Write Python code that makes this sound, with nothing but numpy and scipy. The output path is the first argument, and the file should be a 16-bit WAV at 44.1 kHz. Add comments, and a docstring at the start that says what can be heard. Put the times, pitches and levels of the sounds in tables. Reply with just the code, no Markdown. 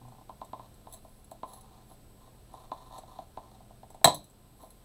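"""Prying a staple from a board

A steel staple remover levers a staple out of a thin wooden board on a craft table, close up.
The staple gives in jerks that knock the board, the blade clinks and scrapes by stick-slip, and
the staple lets go with one loud snap that rings steel and wood. A low drone swells briefly at
the start. Behind lies a small, dry room with hiss, hum and a faint electronic whine."""
import sys
import numpy as np
from scipy import signal
from scipy.fft import rfft, irfft, next_fast_len
from scipy.io import wavfile
from scipy.ndimage import map_coordinates

SR = 44100
rng = np.random.default_rng(int(sys.argv[2]) if len(sys.argv) > 2 else 0)


def waveform_to_disk(signal):
    """Save audio, clipped to [-1, 1], as 16-bit WAV at the path in sys.argv[1]."""
    frames = np.transpose(np.atleast_2d(signal))
    scaled = np.clip(frames, -1, 1) * 32767
    samples = np.round(scaled).astype(np.int16)
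    wavfile.write(sys.argv[1], SR, samples)


N = 213796

# blade resonances: pitch_hz, width_hz, gain_db
STEEL_MODES = [(1810, 290, -5), (3170, 180, -8.5), (3660, 160, -5), (3927, 210, 7.5), (4030, 420, 5),
               (6310, 260, -10), (7814, 190, -2.5), (9150, 290, -19), (10720, 280, -6.5), (11400, 550, -21),
               (14340, 6500, -24)]
# board resonances: pitch_hz, width_hz, gain_db
BOARD_MODES = [(109, 61, -15), (172.9, 150, -5.5), (299.8, 14, -1.5), (485, 77, -8), (567, 45, -0.5),
               (690, 113, 0.5), (846, 144, -1.5), (1017, 73, 1.5), (1310, 150, -15.5), (1760, 110, -18.5),
               (1990, 230, -27.5), (3958, 710, -10)]
# staple legs tear free, board drops back: start_s, steel_db, favoured_hz, board_db, table_db
SNAP_IMPACTS = [(4.0443, -0.5, 7820, -6.5, -31), (4.0472, -10, 4010, -9.5, -44),
                (4.0538, -8, 10720, -16, -20), (4.0547, -13, 3900, -6, -19), (4.0748, -25.5, 7500, -9, -21),
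                (4.083, -33.5, 7350, -13, -33)]


def snap():
    """The staple lets go with a crack: the blade rings, the board springs back and thumps the table."""
    out = np.zeros(N)
    for start_s, steel_db, favoured_hz, board_db, table_db in SNAP_IMPACTS:
        blade = contact(STEEL_MODES, favoured_hz, width_hz=1100, spread=0.54)
        wood = contact(BOARD_MODES, 670, width_hz=290, spread=0.45)
        ring = impact(blade, grit=0.45, t60_s=0.012)
        crack = impact(lambda f: resonance(f, 1900, 4100), grit=0.74, t60_s=0.04)
        knock = impact(wood, grit=0.035, t60_s=0.02)
        thump = impact(lambda f: resonance(f, 170, 220) ** 2, grit=0.035, t60_s=0.027)
        add(out, start_s, amp(steel_db) * (ring + amp(-14.5) * crack))
        add(out, start_s, amp(board_db - 1) * knock + amp(table_db - 1.5) * thump)
    return out


# jerks of the staple: start_s, level_db, favoured_hz, thud_re_knock_db
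JERKS = [(0.294, -33.5, 943, -8), (0.415, -30, 940, -8.5), (0.532, -28, 940, -8), (0.595, -36, 980, -6),
         (0.87, -37.5, 860, -6), (0.939, -46.5, 660, -17), (1.048, -45, 640, -19), (1.315, -37, 667, -6),
         (1.432, -27, 994, -5), (1.912, -47.5, 660, -3), (2.539, -36, 920, -17), (2.717, -24.5, 980, -9),
         (2.909, -43, 1000, -8), (2.986, -39.5, 710, -2.5), (3.034, -42.5, 730, -6), (3.188, -31, 703, -12),
         (3.373, -29.5, 850, -6), (3.604, -46, 700, -10), (3.706, -45, 690, -16), (3.831, -40, 770, -4.5),
         (3.903, -45.5, 806, -0.5), (3.945, -41, 740, -3), (4.014, -43.5, 690, -2), (4.634, -42, 670, -3)]


def ticks():
    """Each jerk knocks the board; a blunt push adds a thud, and hard jerks splinter a few fibres."""
    dull_above_hz, hard_jerk_db = 2630, -28
    out = np.zeros(N)
    for start_s, level_db, favoured_hz, thud_db in JERKS + creep(count=7):
        width_hz = 380 * (favoured_hz / 1000) ** 3  # sharp jerks high and broad, slow ones low and hollow
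        wood = contact(BOARD_MODES, favoured_hz, width_hz, spread=0.22)
        knock = impact(lambda f: wood(f) / (1 + 1j * f / dull_above_hz), grit=0.008, t60_s=0.0075)
        thud = impact(lambda f: resonance(f, 512, 460) ** 2, grit=0.014, t60_s=0.013)
        splinter = impact(lambda f: resonance(f, 3500, 1000) ** 2, grit=0.6, t60_s=0.016)
        splinter_db = -29 + 0.5 * (level_db - hard_jerk_db)
        tick = knock + amp(thud_db) * thud + amp(splinter_db) * splinter
        add(out, start_s, amp(level_db + 0.5) * tick)
    return out


def creep(count):
    """Under the first pressure the staple creeps in faint, nearly even jerks; rows as in JERKS."""
    first_s, gap_s, jitter_s = 0.014, 0.034, 0.0032
    level_db, favoured_hz, thud_db = -47, 834, -26
    return [(abs(first_s + k * gap_s + jitter_s * late), level_db + 2 * strong, favoured_hz, thud_db)
            for k, (late, strong) in enumerate(rng.standard_normal((count, 2)))]


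# steel clinks, mostly the blade's tip catching; the loud one at 4.14 s is the freed staple landing: start_s,
# level_db, favoured_hz
STEEL_CLINKS = [(0.0847, -54.5, 8400), (0.4479, -49, 7940), (0.7412, -53, 8400), (0.9247, -41, 11200),
                (0.9365, -37, 9600), (0.9442, -44, 11300), (1.2438, -49, 10900), (1.3129, -43.5, 10500),
                (1.535, -38, 11100), (1.6095, -45, 10100), (2.535, -51, 10800), (2.9828, -41, 7000),
                (3.9025, -49, 8000), (3.9459, -51, 8200), (4.1448, -28, 10800), (4.2416, -47.5, 10570),
                (4.2993, -51, 8440), (4.7046, -45, 10930)]


def clinks():
    """The blade's tip catches on the staple, and once the freed staple lands: each brief scratch rings the
    steel's upper modes."""
    out = np.zeros(N)
    for start_s, level_db, favoured_hz in STEEL_CLINKS:
        tip = contact(STEEL_MODES, favoured_hz, width_hz=4000, spread=0.45)
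        clink = impact(lambda f: tip(f) * f / SR, grit=0.68, t60_s=0.029)
        add(out, start_s, amp(level_db + 1) * clink)
    return out


# hand pushes on the blade: start_s, hold_s, steel_db, wood_db
BLADE_STROKES = [(0.607, 0.043, -76, -54), (0.915, 0.054, -58, -56.5), (1.03, 0.18, -66, -70),
                 (1.493, 0.086, -55.5, -51.5), (1.643, 0.17, -72, -57), (1.912, 0.0095, -59.5, -56),
                 (2.203, 0.067, -76, -56.5), (2.545, 0.097, -68, -50.5), (2.722, 0.19, -69, -52.5),
                 (2.94, 0.039, -62, -44.5), (3.064, 0.16, -70.5, -52.5), (3.448, 0.096, -76, -53.5),
                 (4.624, 0.02, -55.5, -51)]


def scraping():
    """With each stroke the blade hisses along the staple and rubs on the wood."""
    steel_gain, wood_gain = amp(-77.5), amp(-73)  # the blade stirs a little between strokes
    for start_s, hold_s, steel_db, wood_db in BLADE_STROKES:
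        push = swell(start_s, hold_s, attack_s=0.034, release_s=0.022)
        steel_gain = np.maximum(steel_gain, amp(steel_db - 5) * push)
        wood_gain = np.maximum(wood_gain, amp(wood_db - 6.5) * push)
    tip = contact(STEEL_MODES, 12000, width_hz=3000, spread=0.2)
    wood = contact(BOARD_MODES, 980, width_hz=390, spread=0.97)
    hiss = stick_slip(lambda f: tip(f) * f / SR, slips_per_s=1500)
    rub = stick_slip(wood, slips_per_s=300)
    return steel_gain * hiss + wood_gain * rub


def drone(pitch_hz=122):
    """A short, low, slightly unsteady hum with a weak octave."""
    phase = 2 * np.pi * pitch_hz * np.arange(N) / SR + 0.25 * wobble(23)
    envelope = swell(start_s=0.056, hold_s=0.057, attack_s=0.14, release_s=0.024)
    return amp(-52) * envelope * unit_rms(np.sin(phase) + amp(-9) * np.sin(2 * phase))


# room decay: frequency_hz, t60_s
ROOM_DECAY = [(100, 0.36), (700, 0.23), (2000, 0.17), (4000, 0.26), (8000, 0.17), (15000, 0.14)]


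def room(x, tail_db, echo_db, echo_delay_s=0.0078, build_up_s=0.0011):
    """Adds one echo off the table and a short diffuse tail that builds up and dies."""
    hz, t, spectrum = signal.stft(rng.standard_normal(SR // 2), SR, nperseg=256)
    decay = amp(-60 * t / log_interp(ROOM_DECAY, hz)[:, None])
    tail = signal.istft(spectrum * decay, SR, nperseg=256)[1]
    tail *= 1 - np.exp(-(np.arange(len(tail)) / SR / build_up_s) ** 2)
    reflections = amp(tail_db) * tail / np.linalg.norm(tail)
    reflections[round(echo_delay_s * SR)] += amp(echo_db)
    return x + signal.fftconvolve(x, reflections)[:N]


# room noise spectrum: frequency_hz, relative_density_db
AIR_SPECTRUM = [(12, -24), (20, 6), (142, -7), (319, -12), (759, -17.5), (923, -23), (1030, -36.5),
                (1220, -23.5), (1960, -30.5), (4060, -28.5), (6910, -36.5), (8180, -29), (9140, -34),
                (11100, -35), (16000, -36)]
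# room hum: pitch_hz, rms_db
HUM_TONES = [(119.5, -65), (209.9, -69.5)]
# electronic whine: pitch_hz, rms_db
WHINE_TONES = [(8000, -79.5), (8398, -77.5), (12199, -79.5), (12602, -86.5)]


def background():
    """Room rumble and hiss, with a slightly unsteady hum and whine."""
    t = np.arange(N) / SR
    air_gain = amp(-56.5 + 0.67 * wobble(2.3))
    air = filtered(rng.standard_normal(N), lambda f: amp(log_interp(AIR_SPECTRUM, f)))
    out = air_gain * unit_rms(air)
    for pitch_hz, rms_db in HUM_TONES + WHINE_TONES:
        peak = np.sqrt(2) * amp(rms_db + 2.4 * wobble(1.9))
        out += peak * np.sin(2 * np.pi * pitch_hz * t + 0.5 * wobble(2.7))
    return out


def mic_housing(x, dip_hz=4950, width_hz=1500):
    """The microphone's housing hollows out one treble band."""
    return filtered(x, lambda f: 1 - resonance(f, dip_hz, width_hz))


def impact(response, grit, t60_s):
    """A sharp push and a gritty tail dying over t60_s ring through a response; peak 1."""
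    t = np.arange(SR // 4) / SR
    force = grit * rng.standard_normal(len(t)) * amp(-60 * t / t60_s)
    force[0] += 1
    ring = filtered(force, response)
    return ring / np.abs(ring).max()


def stick_slip(response, slips_per_s, scatter_db=3.5):
    """Tiny slips of uneven size at random moments excite a response; rms 1."""
    slips = rng.random(N) < slips_per_s / SR
    sizes = amp(scatter_db * np.clip(rng.standard_normal(N), -2, 2))
    signs = rng.choice([-1, 1], N)
    return unit_rms(filtered(slips * sizes * signs, response))


def contact(modes, favoured_hz, width_hz, spread):
    """A body's response where the place of contact favours the modes near one frequency."""
    return lambda f: body(f, modes) * (spread + resonance(f, favoured_hz, width_hz))


def body(f, modes):
    """Summed modes; neighbours swing in opposite senses."""
    return sum((-1) ** k * amp(gain_db) * resonance(f, pitch_hz, width_hz)
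               for k, (pitch_hz, width_hz, gain_db) in enumerate(modes))


def resonance(f, centre_hz, width_hz):
    """One damped mode, gain 1 at its centre."""
    return 1j * f * width_hz / (centre_hz ** 2 - f ** 2 + 1j * f * width_hz)


def swell(start_s, hold_s, attack_s, release_s):
    """Exponential rise to 1 at start_s, hold, exponential decay."""
    t = np.arange(N) / SR - start_s
    return np.exp(np.minimum(t, 0) / attack_s - np.maximum(t - hold_s, 0) / release_s)


def wobble(knots_per_s):
    """A smooth random curve."""
    knots = rng.standard_normal(int(N * knots_per_s / SR) + 4)
    return map_coordinates(knots, [np.arange(N) * knots_per_s / SR])


def filtered(x, response):
    """Applies a complex frequency response."""
    size = next_fast_len(len(x) + SR // 8)
    return irfft(rfft(x, size) * response(np.fft.rfftfreq(size, 1 / SR)), size)[:len(x)]


def log_interp(points, hz):
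    """Reads (frequency_hz, value) points on a log frequency axis."""
    knots_hz, values = np.transpose(points)
    return np.interp(np.log(hz + 1), np.log(knots_hz), values)


def add(track, start_s, sound):
    """Mixes a sound into a track."""
    part = track[round(start_s * SR):][:len(sound)]
    part += sound[:len(part)]


def amp(db):
    """Decibels to gain."""
    return 10 ** (np.asarray(db) / 20)


def unit_rms(x):
    """Scales to rms 1."""
    return x / np.sqrt(np.mean(x ** 2) + 1e-20)


def scene():
    """Levering, scraping and the snap in the room; mono."""
    prying = room(ticks() + clinks() + scraping(), tail_db=-6.5, echo_db=-8.5)
    release = room(snap(), tail_db=-7.5, echo_db=-27.5)
    return (mic_housing(prying + release) + drone() + background())[None]


def record(dry):
    """Steep low-pass at the band limit."""
    cutoff_hz = 15650
    return filtered(dry[0], lambda f: 1 / np.sqrt(1 + (f / cutoff_hz) ** 160))[None]


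dry = scene()
out = record(dry)
waveform_to_disk(out)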